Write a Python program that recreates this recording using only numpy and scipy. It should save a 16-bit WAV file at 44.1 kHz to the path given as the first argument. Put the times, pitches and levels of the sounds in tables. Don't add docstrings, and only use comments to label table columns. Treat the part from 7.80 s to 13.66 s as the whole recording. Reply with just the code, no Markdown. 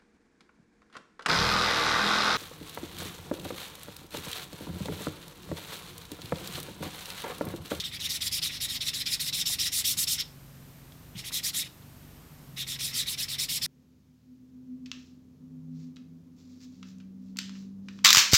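import sys
import numpy as np
from scipy import signal
from scipy.fft import rfft, irfft
from scipy.io import wavfile

SR = 44100
rng = np.random.default_rng(int(sys.argv[2]) if len(sys.argv) > 2 else 0)


def pcm_store(signal):
    levels = np.round(np.clip(np.atleast_2d(signal), -1, 1) * 32767)
    wavfile.write(sys.argv[1], SR, levels.astype(np.int16).T)


N = 258558
TIME_S = np.arange(N) / SR
FREQ_HZ = np.maximum(np.arange(N // 2 + 1) * SR / N, 1)

# start/s, end/s, base scuff level/dB, bite lift/dB, push lift/dB,
# push position/stroke length, hiss offset/dB
STROKES = [(-0.064, 0.051, -37, 1, 6, 0.5, -6), (0.035, 0.122, -46.0, 18, 0, 0.72, -5.5),
           (0.111, 0.186, -36.5, -3, 2, 0.72, -10), (0.192, 0.312, -48, 22, 16.5, 0.57, -5.5),
           (0.287, 0.398, -41.5, 19.5, 11, 0.71, -1), (0.404, 0.507, -40, 17.5, 15, 0.73, -2.5),
           (0.509, 0.604, -35, 7, 13, 0.9, -0.5), (0.614, 0.709, -32.5, 10.5, 2.5, 0.74, -5.5),
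           (0.692, 0.801, -38.5, 2, 5.5, 0.71, -9.5), (0.8, 0.887, -39.5, 12, 6.5, 0.68, 0),
           (0.879, 0.993, -39.5, 12, 12.5, 0.8, -4.0), (1.003, 1.129, -45, 25, 21, 0.7, -6),
           (1.13, 1.246, -41, 19.5, 14.5, 0.79, -3), (1.255, 1.392, -43.0, 24.5, 18, 0.63, -4.5),
           (1.393, 1.517, -41.5, 22, 17.5, 0.83, 0.5), (1.523, 1.648, -36.5, 15.5, 12.5, 0.77, -2.5),
           (1.653, 1.778, -39, 20, 10.5, 0.7, 2), (1.783, 1.907, -33.0, 13.5, 9.5, 0.81, -3.0),
           (1.915, 2.04, -36, 10.5, 9, 0.74, 4), (2.038, 2.164, -34.5, 12.5, 4.5, 0.63, 4),
           (2.165, 2.259, -35.5, 7, 11.5, 0.87, 7), (2.268, 2.393, -36.5, 15, 5.5, 0.52, 1.5),
           (2.377, 2.435, -32, 2, 3.5, 0.62, -10), (3.348, 3.458, -50.5, 1, 10.5, 0.41, -5.0),
           (3.436, 3.511, -40.5, -0.5, 4.5, 0.76, -1.0), (3.513, 3.614, -35, 0.5, 6.5, 0.83, 2),
           (3.626, 3.718, -32.5, 4, 5.5, 0.82, 0.5), (3.729, 3.845, -34.5, 2.5, 5, 0.9, 4),
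           (3.835, 3.885, -53.5, 10, 10.5, 0.86, -7), (4.761, 4.854, -37.5, 3.5, 3.5, 0.7, -3.5),
           (4.863, 4.977, -38.0, 7.5, 5.5, 0.9, -1), (4.986, 5.153, -38.5, 12.5, 5.5, 0.4, -1.5),
           (5.129, 5.256, -31, 3, 1.5, 0.7, -2), (5.255, 5.359, -34.5, 1, 14, 0.97, -0.5),
           (5.371, 5.474, -36.0, 7, 3.5, 0.66, -1), (5.478, 5.576, -37, 8, 6, 0.77, -3.5),
           (5.579, 5.676, -38, 13.5, 7.5, 0.68, 0.5), (5.682, 5.798, -36.5, 9.5, 13.5, 0.87, 2),
           (5.812, 5.892, -34.5, 11, 9, 0.81, -5.5)]
# f/Hz, relative level/dB
FRICTION_SPECTRUM = [(500, -53), (900, -28), (1300, -17.5), (1550, -20), (1900, -8), (2700, -4.5),
                     (3300, 0.5), (4600, -2), (5600, -1.5), (6400, -7), (9000, -11), (12600, -13),
                     (15000, -15), (16000, -26)]
# f/Hz, width/Hz, lift/dB
STROP_RESONANCES = [(1932, 51, 2), (3710, 520, 6.5), (5280, 640, 4.5), (7300, 830, 1), (9530, 320, 2.5),
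                    (10900, 290, 3)]
# t/s, level/dB
BUMPS = [(2.169, -44), (3.351, -39), (4.737, -46)]
# f/Hz, relative level/dB, t60/s
PADDLE_MODES = [(124.6, 0, 0.31), (172, 7.5, 0.15), (189.6, -1, 0.2), (286, -8, 0.075)]
# t/s, initial level/dB, f/Hz, t60/s
PASTE_TICKS = [(1.696, -38, 850, .045), (2.372, -44, 2600, .006), (3.122, -49, 3700, .018),
               (3.357, -52, 3300, .03), (3.507, -47, 1300, .035), (3.52, -51, 950, .025),
               (4.022, -57, 3600, .05)]
# t/s, rotation rate/Hz
ENGINE_SPEED = [(0, 24.1), (.6, 24.8), (1.0, 24.3), (1.4, 23.3), (2.1, 24.8), (2.65, 22.5), (3.05, 22.3),
                (3.55, 26), (3.8, 25.6), (4.1, 24), (4.4, 24), (4.7, 22.5), (5.86, 22.6)]
# multiple of rotation rate, base level/dB
ENGINE_ORDERS = [(2, -67.5), (3, -69), (4, -66.5), (5, -65), (6, -63), (7, -62.5), (8, -66.5), (10, -66),
                 (12, -68), (13, -78.5)]
# f/Hz, width/Hz, lift/dB
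ROOM_MODES = [(72.5, 6, 10), (98, 5, 10), (134, 8, 9)]
# f/Hz, mean level/dB
MAINS_HARMONICS = [(50, -64), (150, -61), (250, -65), (350, -77), (450, -76), (550, -77), (650, -78)]
# f/Hz, relative level/dB
AIR_SPECTRUM = [(20, -13), (45, -28), (75, -8.5), (140, -2.5), (210, -11), (320, -11), (550, -17.5),
                (1000, -18), (2000, -22), (5000, -26), (11500, -28.5), (13400, -21.5), (14200, -25),
                (16000, -36)]

BITE_S, BREAK_LOOSE_S = 0.034, 0.0039
STUCK_SHARE, PUSH_HALF_WIDTH_SHARE = 0.097, 0.21
RASP_SPEED_EXP, SCUFF_SPEED_EXP, HISS_SPEED_EXP = 0.4, 1.31, 2.38
SCUFF_REF_DB, RASP_REF_DB, RASP_DB_PER_DB = -31.5, -43.5, 0.45
RASP_TOP_HZ, SCUFF_TOP_HZ = 2544, 6960
GRIP_HZ, GRIP_OCT_PER_DB, GRIP_WANDER_OCT, GRIP_WANDER_HZ = 4195, 0.03, 0.14, 12.5
THRUM_RE_RASP_DB, THRUM_HZ = -12.5, 133


def rubbing():
    body = spectrum_gain(FRICTION_SPECTRUM) * from_db(resonance_db(FREQ_HZ, STROP_RESONANCES))
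    low, middle = power_below(RASP_TOP_HZ), power_below(SCUFF_TOP_HZ)
    rasp, scuff, hiss, pressure_db = stroke_envelopes()
    thrum = rasp * from_db(THRUM_RE_RASP_DB) * flutter(THRUM_HZ)
    judder = flutter(46)
    rasp *= from_db(0.46 * judder + 1.7 * flutter(24))
    scuff *= from_db(-0.5 + 0.28 * judder)
    hiss *= from_db(2.0 + 0.11 * judder + 0.17 * flutter(50))
    slips = rasp * grit(body * np.sqrt(low), per_s=2500, spread_db=1.8, slide=.8)
    slips += scuff * grit(body * np.sqrt((1 - low) * middle), per_s=5000, spread_db=2.6, slide=.8)
    slips += hiss * grit(body * np.sqrt(1 - middle), per_s=14000, spread_db=2.4, slide=1.1)
    return thrum + grip_and_paste(slips, fingertip_hz(pressure_db))


def stroke_envelopes():
    rasp, scuff, hiss, pressure_db = np.zeros((4, N))
    for start_s, end_s, glide_db, bite_db, push_db, push_at, hiss_db in STROKES:
        on = (TIME_S > start_s) & (TIME_S < end_s)
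        age_s = TIME_S[on] - start_s
        progress = age_s / (end_s - start_s)
        swing = np.abs(np.sin(np.pi * (STUCK_SHARE + (1 - STUCK_SHARE) * progress)))
        speed = swing * (1 - np.exp(-age_s / BREAK_LOOSE_S))
        bite = np.exp(-(age_s / BITE_S) ** 2)
        push = np.exp(-((progress - push_at) / PUSH_HALF_WIDTH_SHARE) ** 2)
        scuff_db = glide_db + bite_db * bite + push_db * push
        pressure_db[on] = scuff_db - SCUFF_REF_DB
        rasp[on] += from_db(RASP_REF_DB + RASP_DB_PER_DB * pressure_db[on]) * speed ** RASP_SPEED_EXP
        scuff[on] += from_db(scuff_db) * speed ** SCUFF_SPEED_EXP
        hiss[on] += from_db(scuff_db + hiss_db) * speed ** HISS_SPEED_EXP
    return rasp, scuff, hiss, pressure_db


def grit(gain, per_s, spread_db, slide):
    sizes = from_db(spread_db * np.minimum(rng.exponential(1, N), 4))
    clicks = (rng.random(N) < per_s / SR) * sizes * rng.choice([-1, 1], N)
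    return shaped(unit_rms(clicks) + slide * rng.standard_normal(N), gain)


def flutter(rate_hz):
    return noise(1 / (1 + (FREQ_HZ / rate_hz - rate_hz / FREQ_HZ) ** 2))


def fingertip_hz(pressure_db):
    return GRIP_HZ * 2 ** (GRIP_OCT_PER_DB * pressure_db + GRIP_WANDER_OCT * drift(GRIP_WANDER_HZ))


def grip_and_paste(x, grip_hz, lift_db=5.0, width_oct=0.21, patch_db=2.5, patch_s=0.007, patch_hz=197):
    bin_hz, frame_s, frames = signal.stft(x, SR, nperseg=256)
    patches = rng.standard_normal(frames.shape)
    for axis, span in enumerate([patch_hz / bin_hz[1], patch_s / frame_s[1]]):
        pole = np.exp(-1 / span)
        patches = signal.filtfilt([1 - pole], [1, -pole], patches, axis=axis, padtype="even")
    offset_oct = np.log2(np.maximum(bin_hz, 1)[:, None] / np.interp(frame_s, TIME_S, grip_hz))
    grip = np.exp(-(offset_oct / width_oct) ** 2)
    gain = from_db(lift_db * (grip - .5) + patch_db * np.clip(unit_rms(patches), -2, 2))
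    return signal.istft(frames * gain, SR)[1][:N]


def paddle_bumps(contact_s=0.0088):
    out = np.zeros(N)
    for start_s, bump_db in BUMPS:
        age_s = np.maximum(TIME_S - start_s, 0)
        onset = 1 - np.exp(-age_s / contact_s)
        for hz, mode_db, t60_s in PADDLE_MODES:
            ring = np.sin(2 * np.pi * hz * age_s) * decay(age_s, t60_s)
            out += from_db(bump_db + mode_db) * onset * ring
    return out


def paste_ticks(width_oct=.4):
    out = np.zeros(N)
    for start_s, db, hz, t60_s in PASTE_TICKS:
        age_s = TIME_S - start_s
        burst = noise(1 / (1 + (np.log2(FREQ_HZ / hz) / width_oct) ** 4))
        out += from_db(db) * burst * (age_s > 0) * decay(age_s, t60_s)
    return out


def wall_reverb(x, t60_s=0.32, gap_s=.004, send_db=-14, cutoff_hz=7000):
    age_s = TIME_S[:SR // 2]
    tail = rng.standard_normal(len(age_s)) * decay(age_s, t60_s) * (age_s > gap_s)
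    tail /= np.sqrt(np.sum(tail ** 2))
    tail = signal.sosfilt(signal.butter(1, cutoff_hz, fs=SR, output="sos"), tail)
    return signal.fftconvolve(from_db(send_db) * x, tail)[:N]


def engine(waver_db=2.5, waver_hz=3.5):
    rotation_hz = np.interp(TIME_S, *np.transpose(ENGINE_SPEED))
    turns = np.cumsum(rotation_hz) / SR
    out = np.zeros(N)
    for order, db in ENGINE_ORDERS:
        boom_db = resonance_db(order * rotation_hz, ROOM_MODES)
        out += from_db(db + boom_db + waver_db * drift(waver_hz)) * tone(order * turns)
    return out


def mains_hum(waver_db=1.2, waver_hz=1.9):
    return sum(from_db(db + waver_db * drift(waver_hz)) * tone(hz * TIME_S) for hz, db in MAINS_HARMONICS)


def room_air(level_db=-54.5):
    return from_db(level_db) * noise(spectrum_gain(AIR_SPECTRUM))


def whine(level_db=-75, centre_hz=13350, width_hz=120):
    return from_db(level_db) * noise(peak(FREQ_HZ, centre_hz, width_hz))


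def from_db(db):
    return 10 ** (np.asarray(db) / 20)


def unit_rms(x):
    return x / np.sqrt(np.mean(x ** 2) + 1e-20)


def shaped(x, gain):
    return unit_rms(irfft(rfft(x) * gain, N))


def noise(gain):
    return shaped(rng.standard_normal(N), gain)


def drift(corner_hz):
    return noise(1 / (1 + (FREQ_HZ / corner_hz) ** 2))


def tone(cycles):
    return np.sqrt(2) * np.sin(2 * np.pi * (cycles + rng.random()))


def decay(age_s, t60_s):
    return from_db(-60 * np.clip(age_s / t60_s, 0, 2))


def peak(hz, centre_hz, width_hz):
    return 1 / (1 + (2 * (hz - centre_hz) / width_hz) ** 2)


def resonance_db(hz, modes):
    return sum(lift_db * peak(hz, centre_hz, width_hz) for centre_hz, width_hz, lift_db in modes)


def spectrum_gain(points):
    hz, db = np.transpose(points)
    return from_db(np.interp(np.log(FREQ_HZ), np.log(hz), db))


def power_below(edge_hz):
    return 1 / (1 + (FREQ_HZ / edge_hz) ** 12)


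def scene():
    hand = rubbing() + paddle_bumps() + paste_ticks()
    return (hand + wall_reverb(hand) + mains_hum() + room_air() + whine() + engine())[None]


def record(dry, cutoff_hz=15850):
    return signal.sosfilt(signal.ellip(12, .1, 80, cutoff_hz, fs=SR, output="sos"), dry)


dry = scene()
out = record(dry)
pcm_store(out)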